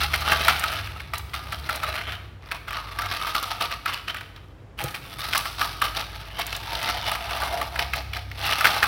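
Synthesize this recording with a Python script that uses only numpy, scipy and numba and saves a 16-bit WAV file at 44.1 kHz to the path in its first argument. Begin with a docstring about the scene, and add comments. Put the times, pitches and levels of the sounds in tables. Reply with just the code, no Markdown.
"""From the start a hollow plastic toy tractor is pushed in fits over rough concrete, heard from close by.
Grit jolts ring its wheels and shell as decaying modes; knocks, lurches and cracking grains punctuate it.
A small hard room answers throughout, under filtered-noise air and a sine hum that swells and sinks.
Engine notes, gliding sines, drone outside in the first seconds; after a lull near 4.8 s a palm thumps the toy.
Rolling returns, an engine drones again from about 6.6 s, and a low room boom swells near 8.2 s."""
import sys
import numpy as np
from scipy import signal
from scipy.fft import rfft, irfft, next_fast_len
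from scipy.io import wavfile
from scipy.ndimage import uniform_filter1d
from numba import njit

SR = 44100
rng = np.random.default_rng(int(sys.argv[2]) if len(sys.argv) > 2 else 0)


def wrap_up_sound(samples):
    """Save the sound to the file named by the first command line argument, as 16-bit audio."""
    columns = np.atleast_2d(samples).T
    # keep every value between -1 and 1, then stretch to whole-number steps
    tamed = np.clip(columns, -1, 1)
    steps = np.round(tamed * 32767).astype(np.int16)
    wavfile.write(sys.argv[1], SR, steps)


def to_linear_factor(level_db):
    """Convert decibel levels (scalar or array-like) to linear amplitude factors."""
    exponent = np.asarray(level_db, float) / 20
    return 10 ** exponent


N = 391166
TIME = np.arange(N) / SR


def unit(x):
    """Normalization: scales a signal to rms 1."""
    return x / np.sqrt(np.mean(x ** 2))


def curves(table):
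    """Linear interpolation: one value per sample of each column, with the end values held outside."""
    s, *columns = np.transpose(table)
    return [np.interp(TIME, s, c) for c in columns]


def walk(rate):
    """Slow random modulation: held noise, about rate values a second, smoothed twice to rms 1."""
    hold = int(SR / rate)
    steps = np.repeat(rng.standard_normal(N // hold + 1), hold)
    smooth = uniform_filter1d(uniform_filter1d(steps, hold), hold)
    return unit(smooth[:N])


def colour(x, points):
    """Spectral shaping: a filter through (frequency [Hz], gain [dB]), straight over log frequency."""
    hz, db = np.transpose(points)
    size = next_fast_len(N)
    f = np.maximum(np.arange(size // 2 + 1) * SR / size, 1)
    gain = to_linear_factor(np.interp(np.log(f), np.log(hz), db))
    return irfft(rfft(x, size) * gain, size)[:N]


def highpass(x, hz):
    """High-pass filtering: a steep fourth-order bass cut."""
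    return signal.sosfilt(signal.butter(4, hz, "high", fs=SR, output="sos"), x)


# edges between the wheel, shell, panel and grit ranges: (frequency [Hz])
SPLIT_HZ = (1050., 2800., 6800.)


def split(x, k):
    """Complementary band-splitting: range k of the four, lowest first; the ranges sum to x."""
    def above(j):
        if j == 0:
            return x
        if j > len(SPLIT_HZ):
            return 0
        # filtered forth and back, so that the differences cancel cleanly
        forth = highpass(x, SPLIT_HZ[j - 1])
        return highpass(forth[::-1], SPLIT_HZ[j - 1])[::-1]
    return above(k) - above(k + 1)


def impulses(s, size):
    """Impulsive excitation: clicks of given sizes at given times."""
    return np.bincount(np.clip((s * SR).astype(int), 0, N - 1), size, N)


def burst(x, decay_s):
    """Exponential decay: each click becomes a short puff of noise."""
    envelope = signal.lfilter([1], [1, -np.exp(-1 / (decay_s * SR))], np.abs(x))
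    return envelope * rng.standard_normal(N)


@njit
def glide(x, hz, r):
    """Damped resonance: a rotating, shrinking phasor whose pitch may move on every sample."""
    y, z = np.empty(len(x)), 0j
    for i in range(len(x)):
        z = z * r * np.exp(2j * np.pi * hz[i] / SR) + x[i] + 1e-18
        y[i] = z.imag
    return y


def ring(x, hz, t60, wander=0.):
    """Modal ringing: an impulse of 1 starts a sine of peak 1; pitch wanders as load and contact shift."""
    return glide(x, hz * (1 + wander * walk(14)), np.exp(-np.log(1000) / (t60 * SR)))


def tone(hz, db):
    """Phase accumulation: a sine on a moving pitch, level in dB rms."""
    return np.sqrt(2) * to_linear_factor(db) * np.sin(2 * np.pi * (np.cumsum(hz) / SR + rng.uniform()))


# spectrum of the steady background air: (frequency [Hz], relative density [dB per Hz])
AIR = [(24, -43), (40, -17), (101, -19.5), (130, -22.5), (249, -35.5), (276, -30.5), (1680, -46),
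       (16000, -77)]


def air():
    """Broadband noise: random noise shaped by a falling spectrum, its level drifting gently."""
    level_db = -44.5 + 1.0 * walk(3.69)
    return to_linear_factor(level_db) * unit(colour(rng.standard_normal(N), AIR))


# room boom stirred by the traffic: (time [s], level before wavering [dB])
BOOM = [(0, -47), (5, -50.5), (7.8, -48.5), (8.2, -39.5), (8.87, -46)]


def boom():
    """Low room resonance: a sine near 96.5 Hz that wavers in pitch and level."""
    hz = 96.5 * (1 + 0.013 * walk(5.5))
    level_db, = curves(BOOM)
    return tone(hz, level_db + 4.23 * walk(7.6))


# engines outside, one table each: (time [s], pitch [Hz], level before wavering [dB])
ENGINES = [
    [(0, 73.7, -34), (.35, 74, -32.5), (.75, 75, -43), (2.1, 71.05, -43.5)],
    [(.8, 58, -42), (1.2, 65.06, -41.5), (2.3, 65.5, -46)],
    [(6.7, 58, -44), (7.1, 61.6, -43.5), (7.9, 66.4, -35.5), (8.35, 64.9, -40), (8.87, 66.2, -49)],
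]


def engines():
    """Harmonic radiation: low engine notes with their octaves get through the walls."""
    out = 0
    for table in ENGINES:
        hz, db = curves(table)
        start_s, end_s = table[0][0], table[-1][0]
        fade = np.clip(np.minimum(TIME - start_s, end_s - TIME) / 0.14 + 1, 0, 1)
        db = db + 1.3 * walk(10.0)
        out = out + fade * (tone(hz, db) + tone(2 * hz, db - 13))
    return out


# motor hum: (time [s], level of the fundamental [dB])
HUM = [(0, -42), (1.9, -55), (2.8, -42), (4.4, -52), (5.9, -40), (8.87, -49)]


def hum():
    """Periodic vibration: a motor nearby hums on a steady fundamental and a weaker octave."""
    hz = np.full(N, 53.6)
    level_db, = curves(HUM)
    return tone(hz, level_db) + tone(2 * hz, level_db - 13.0)


# hand meets the toy: (level [dB], frequency [Hz], t60 [s]) of the lowest mode
THUD = (-19.5, 136, 0.071)


def thud():
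    """Cavity resonance: a soft palm makes contact twice and thumps the hollow toy low and short."""
    db, hz, t60 = THUD
    start_s = 4.826
    push = impulses(np.array([start_s, start_s + 0.017]), to_linear_factor([db - 8, db]))
    low = ring(push, hz, t60)
    upper = to_linear_factor(-4.0) * ring(push, 3.7 * hz, t60 / 2)
    middle = to_linear_factor(-7.0) * ring(push, 2.57 * hz, t60 / 2)
    return low + upper + middle


# grit cracking under a wheel: (time [s], puff level before band-splitting [dB])
TICKS = [(0.2075, -30), (0.595, -21), (1.181, -24), (1.7585, -24.5), (3.428, -26), (3.9374, -29.5),
         (4.839, -22), (5.378, -15.5), (6.4664, -23.5), (6.564, -26), (6.828, -26), (7.9605, -29.5)]


def ticks():
    """Brittle fracture: single grains crack in a bright puff with a little of the panels in it."""
    s, db = np.transpose(TICKS)
    puff = burst(impulses(s, to_linear_factor(db)), 0.0037)
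    grit = len(SPLIT_HZ)
    return split(puff, grit) + to_linear_factor(-1) * split(puff, grit - 1)


# lowest modes of the wheels: (frequency [Hz], relative level [dB], undamped t60 [s])
WHEELS = [(590, -17, 0.033), (682, -6, 0.056), (831, -5, 0.047), (927, -8, 0.074)]
# modes of the shell: (frequency [Hz], relative level [dB], undamped t60 [s])
SHELL = [(1176.6, -2, 0.055), (1250, 0, 0.029), (1310, -1.5, 0.06), (1590, 3, 0.018), (2134, -5, 0.042),
         (2544, 5, 0.01), (2746, -6.5, 0.053), (3030, 6.5, 0.012), (3510, 1, 0.015), (3985, -1.5, 0.019)]
# filter for plastic on grit, in knocks and rolling: (frequency [Hz], gain [dB])
SCRAPE = [(200, -25.5), (520, -42), (650, -14), (1020, -14.5), (1260, -11.5), (1900, -9.5), (4190, -11.5),
          (5800, -17), (7060, -33.5), (10500, -26.5), (15500, -30.5)]
# knocks, which also start rattles in the rolling: (time [s], relative peak [dB], strongest ring [Hz])
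KNOCKS = [(0.135, 1.5, 1870), (0.317, 2.5, 1480), (0.331, -4.5, 1470), (0.481, 8.5, 1240), (0.5, -3, 1310),
          (0.635, 1.5, 1470), (0.677, -8.5, 4030), (0.87, -16.5, 2023), (0.998, -15, 2320),
          (1.135, -4, 1190), (1.338, -5, 1300), (1.523, -4.5, 1330), (1.691, -0.5, 1380),
          (1.831, -2.5, 1280), (1.952, -8.5, 1000), (2.119, -13.5, 2640), (2.513, -4.5, 1750),
          (2.68, -11.5, 1300), (2.706, -10.5, 1340), (2.727, -10, 1300), (2.987, -3.5, 1250),
          (3.017, -7.5, 1350), (3.06, -9, 1250), (3.232, -9.5, 1200), (3.269, -5, 1270), (3.348, 0, 1300),
          (3.712, -7.5, 1670), (3.857, -2.5, 1330), (4.098, -16, 1320), (4.144, -10.5, 1470),
          (4.167, -11, 1470), (4.208, -15.5, 1650), (4.36, -25, 3500), (4.805, -30, 2940),
          (4.943, -10.5, 2570), (5.329, -1, 2750), (5.346, -1, 1310), (5.353, 0, 1310), (5.453, -7.5, 1310),
          (5.612, 1, 1300), (5.817, 2.5, 1250), (5.84, -2.5, 690), (6.39, 0.5, 700), (6.526, -10.5, 2500),
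          (6.546, -11, 3950), (6.75, -7.5, 4150), (7.115, 0, 945), (7.153, -5.5, 1290), (7.306, -11, 2400),
          (7.417, -3, 1200), (7.613, -4, 1200), (7.758, -7.5, 1740), (7.791, -1, 2490), (7.934, -2.5, 1840),
          (8.133, -8.5, 2250), (8.164, -10.5, 1700), (8.314, -16.5, 2080), (8.606, 2.5, 1440),
          (8.644, 5, 1780), (8.652, 5.5, 1590), (8.668, 1.5, 1590), (8.826, 4, 1680), (8.836, 2.5, 1400)]


def knocks():
    """Impact excitation: a quick run of contacts, the second mostly hardest, rings modes near the struck one."""
    s, peak_db, struck_hz = np.transpose(KNOCKS)
    modes, bounce = WHEELS + SHELL, np.arange(4)
    gap = rng.standard_normal((len(s), len(bounce)))
    scatter = rng.standard_normal((len(s), len(bounce)))
    mix = rng.standard_normal((len(s), len(modes)))
    delay_s = np.cumsum((np.abs(gap) * 0.0015 + 0.0015) * (bounce > 0), axis=1)
    size = to_linear_factor(peak_db[:, None] - 6.1 * np.abs(bounce - 1) + 1.34 * scatter)
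    times = (s[:, None] + delay_s).ravel()

    out = 0
    for k, (hz, db, t60) in enumerate(modes):
        near_db = -19.0 * np.abs(np.log2(hz / struck_hz)) + 1.54 * mix[:, k]
        gain = (-1) ** k * to_linear_factor(db + near_db - 15.5)
        hits = impulses(times, (size * gain[:, None]).ravel())
        out = out + ring(hits, hz, 0.72 * t60, wander=0.021)  # the floor damps the blow

    # the crack is duller or brighter with the struck part
    crack = 0
    for k, hz in enumerate(np.array(SPLIT_HZ) / np.sqrt(2)):
        near = to_linear_factor(-8.0 * np.abs(np.log2(hz / struck_hz)))
        puff = burst(impulses(times, (size * near[:, None]).ravel()), 0.002)
        crack = crack + split(puff, k)
    click = split(burst(impulses(times, size.ravel()), 0.0013), len(SPLIT_HZ))
    return out + to_linear_factor(8.0) * colour(crack, SCRAPE) + to_linear_factor(-23.0) * click


# steady rolling: (time [s], relative level [dB])
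ROLL = [(0, -32.5), (.5, -24), (.78, -30.5), (1.1, -49.5), (1.83, -35), (1.88, -26.5), (2.1, -32),
        (2.38, -66), (2.9, -40.5), (3.25, -29), (3.74, -49), (3.84, -54), (4.45, -57.5), (4.77, -79),
        (5.05, -40), (6.2, -40.5), (6.85, -30.5), (7.5, -31.5), (8.26, -52.5), (8.47, -24.5), (8.87, -28.5)]
# lurches, a tread lug catches and the loose parts rattle: (start [s], relative level [dB], held [s])
LURCHES = [(0, -19.5, 0.011), (1.53, -38.5, 0.096), (1.69, -32, 0.089), (2.415, -44.5, .08),
           (2.676, -32.5, 0.11), (3.012, -28.5, 0.043), (3.104, -28.5, 0.14), (3.419, -26, 0.023),
           (3.506, -29.5, 0.022), (3.605, -27, 0.038), (3.858, -36, 0.1), (4.079, -31, 0.026),
           (4.786, -30, 0.083), (5.187, -31.5, 0.17), (5.585, -27, 0.038), (5.95, -28, 0.053),
           (6.671, -27, 0.15), (6.82, -24, 0.079), (7.061, -27, 0.07), (7.769, -35, 0.061)]


def motion_db():
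    """Envelope maximum: steady rolling or the strongest lurch or rattle, which rises fast, holds and falls."""
    rise_db_per_s, fall_db_per_s = 2000, 215
    # loose parts rattle on after each knock, 26 dB under its tabled peak
    rattles = [(s, peak_db - 26, .02) for s, peak_db, _ in KNOCKS]
    level_db, = curves(ROLL)
    for s, db, held in LURCHES + rattles:
        rise = rise_db_per_s * np.maximum(s - TIME, 0)
        fall = fall_db_per_s * np.maximum(TIME - s - held, 0)
        level_db = np.maximum(level_db, db - rise - fall)
    return level_db


# colour of the rolling against its middle range:
# (time [s], wheel boom [dB], hollow ring of the cab [dB], panels [dB], grit crackle [dB])
LOAD = [(0, -3.5, 1, -5, -11), (.9, -4.5, 0, -9, -13.5), (1.6, -1.5, 3, -5, -10), (2.0, -6.5, -2, -14, -18),
        (2.7, -2.5, 5, -8.5, -17), (3.4, -3, 6, -2.5, -8), (4.2, -6.5, 1.5, -10, -19),
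        (4.85, -7.5, -3.5, -10.5, -9), (5.5, 0, 7.5, 1.5, -6), (6.2, -3.5, -2.5, -7, -14),
        (7.0, 1, -1, -5, -12.5), (7.5, 5.5, 3.5, -7, -10), (8.1, 1.5, -6, -2.5, -13),
        (8.6, -1, 2.5, -5, -10)]


def rolling():
    """Stochastic excitation: about a thousand grit jolts a second ring the modes in a drifting mix."""
    level_db = motion_db()
    boom_db, cab_db, panel_db, grit_db = curves(LOAD)
    count = 9000
    s = rng.uniform(0, N / SR, count)
    at = (s * SR).astype(int)
    # most grains are small, a few large; the rattle comes in clumps
    clump_db = 2.15 * walk(40)
    grain = to_linear_factor(np.minimum(2.74 * rng.exponential(size=count), 8) + clump_db[at])
    jolt = to_linear_factor(level_db[at]) * grain / np.sqrt(np.mean(grain ** 2) * count / N)

    def ringing(modes, size):
        """Modal superposition: each mode takes its own drifting share of every jolt."""
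        total = 0
        for hz, db, t60 in modes:
            share = to_linear_factor(3.1 * walk(11)[at]) * rng.standard_normal(count)
            total = total + to_linear_factor(db) * ring(impulses(s, size * share), hz, t60, wander=0.032)
        return total

    cab_modes = 3  # the lowest modes of the shell belong to the cab
    cab = ringing(SHELL[:cab_modes], jolt * to_linear_factor(cab_db[at]))
    body = ringing(SHELL[cab_modes:], jolt)
    wheels = ringing(WHEELS, jolt * to_linear_factor(boom_db[at]))
    out = to_linear_factor(-32.5) * (cab + body) + to_linear_factor(-27.5) * wheels

    # each range has its own share of every grain, and rubs with its own flicker
    ranges = [(boom_db, 11, -6), (0, 5, -10), (panel_db, 9, -4), (grit_db, 10, 5)]
    for k, (load_db, rub_db, tick_db) in enumerate(ranges):
        share = to_linear_factor(tick_db + 5.0 * rng.standard_normal(count))
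        crackle = burst(impulses(s, jolt * share), 0.0015)
        rub = to_linear_factor(level_db + clump_db + rub_db + 2.0 * walk(14)) * rng.standard_normal(N)
        out = out + colour(to_linear_factor(load_db) * split(crackle + rub, k), SCRAPE)
    return out


def room(toy):
    """Reverberation: convolution with exponentially decaying noise gives the echo off the walls."""
    t60_s, level_db = 0.82, -10
    t = TIME[TIME < 2 * t60_s]
    decay = np.exp(-np.log(1000) * t / t60_s)
    tail = rng.standard_normal(len(t)) * decay * (t > .004)  # the first 4 ms are silent
    return to_linear_factor(level_db) * signal.fftconvolve(toy, tail / np.sqrt(np.sum(tail ** 2)))[:N]


def scene():
    """Superposition: the background, the toy and its echo add."""
    background = air() + boom() + engines() + hum()
    toy = thud() + ticks() + knocks() + rolling()
    return (background + toy + room(toy))[None]


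def top_cut(x):
    """Nothing passes above the cut-off."""
    return signal.sosfilt(signal.butter(12, 16600, fs=SR, output="sos"), x)


def record(dry):
    """Band-limiting and saturation: cuts the deepest bass, rounds the loudest peaks and cuts the top."""
    ceiling = 1.3
    rounded = ceiling * np.tanh(highpass(dry, 51.0) / ceiling)
    treble_cut = signal.ellip(8, .2, 60, 15900, fs=SR, output="sos")
    mix = signal.sosfilt(treble_cut, rounded)
    return top_cut(mix)


dry = scene()
out = record(dry)
wrap_up_sound(out)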